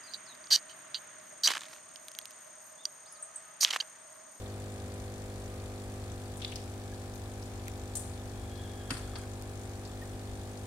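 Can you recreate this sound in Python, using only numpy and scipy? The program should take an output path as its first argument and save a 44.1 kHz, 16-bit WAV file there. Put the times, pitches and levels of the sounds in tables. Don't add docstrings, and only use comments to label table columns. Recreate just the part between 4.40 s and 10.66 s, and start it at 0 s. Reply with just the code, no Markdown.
import sys
import numpy as np
from scipy import signal
from scipy.fft import rfft, irfft
from scipy.io import wavfile
from scipy.ndimage import uniform_filter1d

SR = 44100
rng = np.random.default_rng(int(sys.argv[2]) if len(sys.argv) > 2 else 0)


def to_wav(sig):
    pcm = np.clip(np.atleast_2d(sig), -1, 1) * 32767
    pcm = np.round(pcm).astype(np.int16)
    wavfile.write(sys.argv[1], SR, pcm.T)


N = 276066
T = np.arange(N) / SR
MAINS_HZ = 50.052


def undb(db):
    return 10 ** (np.asarray(db) / 20)


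def unit(x):
    return x / np.sqrt(np.mean(x ** 2))


def band(x, hz, width_hz):
    return signal.lfilter(*signal.iirpeak(hz, hz / width_hz, fs=SR), x)


def walk(rate):
    k = int(SR / rate)
    smooth = uniform_filter1d(rng.standard_normal(N), k)
    return unit(uniform_filter1d(smooth, k))


def add(out, s, sound):
    i = int(s * SR)
    out[:, i:i + sound.shape[-1]] += sound[..., :N - i]


# frequency in Hz, left level in dB per Hz,
# right level in dB per Hz, likeness of the two sides from 0 to 1.
AIR_SPECTRUM = [(15, -73, -87, .99), (30.7, -74.5, -77.5, .99), (57.2, -64.5, -68.5, 0.99),
                (93.5, -75, -75, 0.92), (162, -78, -77.5, 0.96), (490, -83, -85.5, 1),
                (810, -90, -87, 0.55), (1210, -86.5, -88.5, 0.42), (1750, -96, -90.5, 0),
                (2800, -95.5, -94.5, 0), (6500, -97.5, -99, 0.12), (8840, -95, -99, 0.03),
                (10900, -100, -102, 0), (16500, -109, -109, .02)]


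def air():
    hz, left_db, right_db, alike = np.transpose(AIR_SPECTRUM)
    log_f = np.log(np.maximum(np.fft.rfftfreq(N, 1 / SR), 1))
    likeness = np.clip(np.interp(log_f, np.log(hz), alike), 0, 1)
    shares = np.sqrt([(1 + likeness) / 2, (1 - likeness) / 2])
    mid, side = rfft(rng.standard_normal((2, N))) * shares * np.sqrt(SR / 2)
    gains = undb([np.interp(log_f, np.log(hz), db, left=-120) for db in (left_db, right_db)])
    return irfft(gains * np.array([mid + side, mid - side]), N)


# frequency in Hz, width in Hz, RMS level in dB
ROOM_MODES = [(49.6, 2.9, -58.5), (78.6, 2.2, -51.5)]


def boom():
    rumble = sum(undb(db) * unit(band(rng.standard_normal(N), hz, width_hz))
                 for hz, width_hz, db in ROOM_MODES)
    return rumble * undb([[.6], [-.6]])


WHINE_HZ, WHINE_DB = 13600, -85


def whine():
    return undb(WHINE_DB) * np.sqrt(2) * np.sin(2 * np.pi * WHINE_HZ * T + .5 * walk(30))


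ROOM_T60_S, ROOM_DB = .5, -8


def room(dry):
    t = T[:SR // 2]
    tail = rng.standard_normal((2, len(t))) * undb(-60 * t / ROOM_T60_S) * np.minimum(t / 0.029, 1)
    tail *= undb(ROOM_DB) / np.sqrt(np.sum(tail ** 2, axis=1, keepdims=True))
    return dry + signal.fftconvolve(dry, tail, axes=1)[:, :N]


# time in seconds, pitch in Hz,
# fundamental in dB, octave in dB, the last three before the shake.
SQUEAK_CONTOURS = [
    [(1.09, 1232, -69, -78), (1.3, 1225, -70, -78), (1.4, 1170, -68, -78), (1.72, 1200, -67, -82),
     (1.82, 1164, -72, -85)],
    [(3.96, 1702, -74, -65), (4.06, 1665, -72, -62), (4.2, 1695, -63.5, -60), (4.42, 1681, -65, -66),
     (4.62, 1665, -69, -67), (4.8, 1646, -66, -65.5), (4.86, 1660, -70, -72)],
]
SQUEAK_ATTACK_S, SQUEAK_RELEASE_S = .02, .03


def squeak(contour):
    s, *columns = np.transpose(contour)
    hz, low_db, high_db = (np.interp(T, s, column) for column in columns)
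    rise, fall = (T - s[0]) / SQUEAK_ATTACK_S, (s[-1] - T) / SQUEAK_RELEASE_S
    gate = np.clip(np.minimum(rise, fall), 0, 1)
    shaken_hz = hz * (1 + .005 * walk(25.9) + .03 * walk(293))
    turn = 2 * np.pi * np.cumsum(shaken_hz) / SR
    shake = np.sqrt(2) * undb(3.1 * walk(38)) * gate
    tone = undb(low_db) * np.sin(turn) + undb(high_db) * np.sin(2 * turn)
    return shake * tone * undb([[1.5], [-1.5]])


def bursts(rows):
    out, t = np.zeros((2, N)), T[:SR // 3]
    for s, db, pan_db, hz, width_hz, t60 in rows:
        grain_db = 3.24 * np.repeat(rng.standard_normal(len(t) // 60), 60)
        grit = rng.standard_normal((2, len(t))) * undb(grain_db)
        fade = np.minimum(t / (0.024 * t60), 1) * undb(-60 * t / t60)
        burst = band(band(grit, hz, width_hz), hz, 1.9 * width_hz) * fade
        burst *= np.sqrt(np.sum(fade ** 2) / np.sum(burst ** 2, axis=1, keepdims=True))
        add(out, s, undb(db - 5 + np.array([[pan_db], [-pan_db]]) / 2) * burst)
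    return out


# start in seconds, level in dB, centre in Hz, decay t60 in seconds,
# opening crack in dB relative to the click.
CLICK_ROWS = [(1.969, -43.5, 8900, 0.116, -12), (2.016, -34.5, 3314, 0.13, -20),
              (2.046, -23, 3470, 0.037, -24), (2.122, -33.5, 2580, 0.041, -20),
              (2.157, -29, 4870, 0.034, -7), (2.544, -45, 4500, .04, -12), (2.745, -50, 12100, .12, -12),
              (3.024, -41, 5260, .046, -8), (3.268, -43, 2600, .04, -15), (3.37, -49, 12800, .04, -12),
              (3.553, -26.5, 7900, .08, -5), (3.567, -32, 8700, .16, -6), (4.785, -40.5, 9100, .03, -12),
              (5.45, -41, 4680, 0.074, -12), (5.615, -50, 14500, .08, -10)]
CLICK_WIDTH, CLICK_PAN_DB = 0.323, 3.5
CRACK_HZ, CRACK_WIDTH_HZ, CRACK_T60_S = 7000, 8000, 0.027


def clicks():
    rows = []
    for s, db, hz, t60, crack_db in CLICK_ROWS:
        rows.append((s, db, CLICK_PAN_DB, hz, CLICK_WIDTH * hz, t60))
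        rows.append((s, db + crack_db, CLICK_PAN_DB, CRACK_HZ, CRACK_WIDTH_HZ, CRACK_T60_S))
    return bursts(rows)


SCRAPE_FROM_S, SCRAPE_TO_S = 2.055, 2
SCRAPE_DB, SCRAPE_HZ, CRACKLE_T60_S = -37.5, 3100, 0.01


def scrape(count=8):
    rows = []
    for j, (late, pitch, size) in enumerate(rng.random((count, 3))):
        s = SCRAPE_FROM_S + (SCRAPE_TO_S - SCRAPE_FROM_S) * (j + late) / count
        hz = SCRAPE_HZ * 2.1 ** (pitch - .5)
        rows.append((s, SCRAPE_DB - 4 * size, CLICK_PAN_DB, hz, .4 * hz, CRACKLE_T60_S))
    return bursts(rows)


# lowest band in dB,
# second and third bands in dB, top band in dB.
SPLASH_ROWS = [(4.504, -27, -11.5, -0.5, -7.5), (4.54, -41, -6, 0, -8), (4.567, -40.5, -7, 2, -3),
               (4.755, -34.5, -0.5, -6.5, -18)]
# centre in Hz, width in Hz, relative level in dB, t60 in seconds.
SPLASH_BANDS = [(700, 650, 0, .06), (1483, 1100, -1, .11), (2700, 1600, -4, .07), (4530, 1450, 0, 0.059),
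                (8700, 2600, -0.5, 0.157)]
SPLASH_PAN_DB = 2.5


def splashes():
    rows = []
    for s, db, low_db, mid_db, top_db in SPLASH_ROWS:
        balance_db = (low_db, mid_db, mid_db, 0, top_db)
        for (hz, width_hz, band_db, t60), extra_db in zip(SPLASH_BANDS, balance_db):
            rows.append((s, db + band_db + extra_db, SPLASH_PAN_DB, hz, width_hz, t60))
    return bursts(rows)


PORT_HZ, PORT_WIDTH_HZ, PORT_DB = 8750, 730, 1.33


def left_port(far):
    ring = undb(PORT_DB) * band(far[0], PORT_HZ, PORT_WIDTH_HZ)
    return np.array([ring, 0 * ring])


# frequency in Hz, relative level in dB, decay t60 in seconds.
KNOCK_MODES = [(120, 1, 0.29), (181, 0, 0.093), (272, 5.5, 0.12), (341, 0, 0.116), (1440, -2.5, 0.076),
               (2580, -5, 0.09)]
KNOCK_S, KNOCK_DB = 4.505, -35.5


def knock():
    out, t = np.zeros((2, N)), T[:SR // 2]
    for hz, db, t60 in KNOCK_MODES:
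        build = np.minimum(t * hz / 2.2, 1)
        add(out, KNOCK_S, undb(KNOCK_DB + db - 60 * t / t60) * build * np.sin(2 * np.pi * hz * t))
    return out


# start in seconds, peak in dB, starting pitch in Hz, length in seconds.
BUBBLES = [(.46, -56, 1000, 0.034), (2.522, -51.5, 1670, .016), (5.616, -46.5, 1840, 0.02)]


def plinks(rows):
    out = np.zeros((2, N))
    for s, db, hz, length_s in rows:
        t = T[:int(length_s * SR)]
        swell = np.sqrt(np.sin(np.pi * t / length_s))
        add(out, s, undb(db) * swell * np.sin(2 * np.pi * hz * t * (1 + .3 * t)))
    return out


DROPLETS_FROM_S, DROPLETS_TO_S = 4.5, 5
DROPLET_LOW_HZ, DROPLET_HIGH_HZ, DROPLET_DB = 1100, 4500, -45


def droplets(count=16):
    late, pitch, size = rng.random((count, 3)).T
    s = DROPLETS_FROM_S + (DROPLETS_TO_S - DROPLETS_FROM_S) * late ** 1.6
    hz = DROPLET_LOW_HZ * (DROPLET_HIGH_HZ / DROPLET_LOW_HZ) ** pitch ** 1.5
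    db = DROPLET_DB - 8 * late - 6 * size
    return plinks(np.transpose([s, db, hz, 12 / hz]))


# start in seconds, snap level in dB, snap left minus right
# in dB, snap centre in Hz, ring of the case in dB.
CASE_TICKS = [(3.2817, -25, 5, 11500, -29.5), (5.023, -29.5, 5, 8440, -50)]
SNAP_T60_S = 0.0042
CASE_HZ, CASE_WIDTH_HZ, CASE_T60_S = 2070, 710, 0.0105


def ticks():
    rows = []
    for s, db, pan_db, hz, ring_db in CASE_TICKS:
        rows.append((s, db, pan_db, hz, 0.9 * hz, SNAP_T60_S))
        rows.append((s, ring_db, 0, CASE_HZ, CASE_WIDTH_HZ, CASE_T60_S))
    return bursts(rows)


# left RMS level in dB, right RMS
# level in dB, change at the second spot in dB, which the right side takes by half.
LOW_ORDERS = [(-55, -56, 0), (-44, -45, 0), (-63, -65, 1), (-55, -54, -4), (-52, -53, 1), (-62, -64, 3),
              (-56, -56, 0), (-54, -55, -2), (-65, -58, -3), (-56, -53, -5), (-60, -60, -4), (-61, -62, -3),
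              (-60, -60, -3), (-63, -62, 1), (-59, -61, -1), (-62, -64, 3), (-74, -78, 5), (-74, -67, 2),
              (-76, -71, -2), (-70, -73, 1)]
# order, mean level of even orders in dB at the first spot.
UPPER_ORDERS = [(21, -82), (24, -74.5), (29, -77), (33, -71), (36, -71), (40, -77), (50, -79)]
ODD_DB, UPPER_MOVED_DB = -3, -2.5
UPPER_SCATTER_DB = 3


def hum_levels():
    left_db, right_db, change_db = np.transpose(LOW_ORDERS)
    strong = np.transpose([left_db, right_db, left_db + change_db, right_db + change_db / 2])
    k = np.arange(len(LOW_ORDERS) + 1, int(UPPER_ORDERS[-1][0]) + 1)
    mean_db = np.interp(k, *np.transpose(UPPER_ORDERS)) + ODD_DB * (k % 2)
    moved_db = UPPER_MOVED_DB * np.array([0, 0, 1, 1])
    scatter_db = UPPER_SCATTER_DB * rng.standard_normal((len(k), 4))
    return np.vstack([strong, mean_db[:, None] + moved_db + scatter_db])


MOVE_S = (1.13, 2.3)
SWEEP_S = .0016


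def hum():
    moved = np.interp(T, MOVE_S, (0, 1))
    out, waver = np.zeros((2, N)), walk(3.3)
    for k, db in enumerate(hum_levels(), start=1):
        first, second = undb(np.reshape(db, (2, 2, 1)))
        side_phase = 0.045 * k * np.array([[0], [1]])
        sweep = np.pi * MAINS_HZ * SWEEP_S * k ** 2
        sweep += .8 * rng.standard_normal()
        tone = np.sin(2 * np.pi * k * MAINS_HZ * T + sweep + side_phase + 0.0022 * k * waver)
        out += np.sqrt(2) * (first + (second - first) * moved) * tone
    return out


# centre in Hz, width in Hz, relative level in dB.
VALVE_BANDS = [(2320, 322, -3.5), (3540, 600, 0), (4390, 903, -2), (6230, 1250, -1.5), (7220, 710, -0.5),
               (8587, 1245, -1), (9900, 1900, -8)]
VALVE_DB = -54.5
VALVE_RIGHT_DB, VALVE_LAG_S = -19.5, .0004


def valve():
    turns = T * MAINS_HZ + 0.064
    cycle, phase = turns.astype(int), turns % 1
    size = undb(2.57 * rng.standard_normal((cycle[-1] + 1, len(VALVE_BANDS))))[cycle]
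    leak = 0.034
    spit = np.minimum(phase / 0.063, 1) ** 2 * np.exp(-phase / 0.36) + leak
    jet = np.zeros(N)
    for j, (hz, width_hz, db) in enumerate(VALVE_BANDS):
        hiss = band(band(rng.standard_normal(N), hz, width_hz), hz, 2 * width_hz)
        jet += undb(db) * size[:, j] * spit * hiss
    left = unit(jet)
    right = undb(VALVE_RIGHT_DB) * np.roll(left, int(VALVE_LAG_S * SR))
    return undb(VALVE_DB) * np.array([left, right])


def scene():
    far = room(clicks() + scrape() + splashes() + sum(map(squeak, SQUEAK_CONTOURS)))
    background = air() + boom() + whine()
    water = plinks(BUBBLES) + droplets()
    pump = hum() + valve()
    return background + far + left_port(far) + knock() + water + ticks() + pump


TOP_HZ = 15800


def record(dry):
    return signal.sosfilt(signal.ellip(10, .2, 70, TOP_HZ, fs=SR, output="sos"), dry)


dry = scene()
out = record(dry)
to_wav(out)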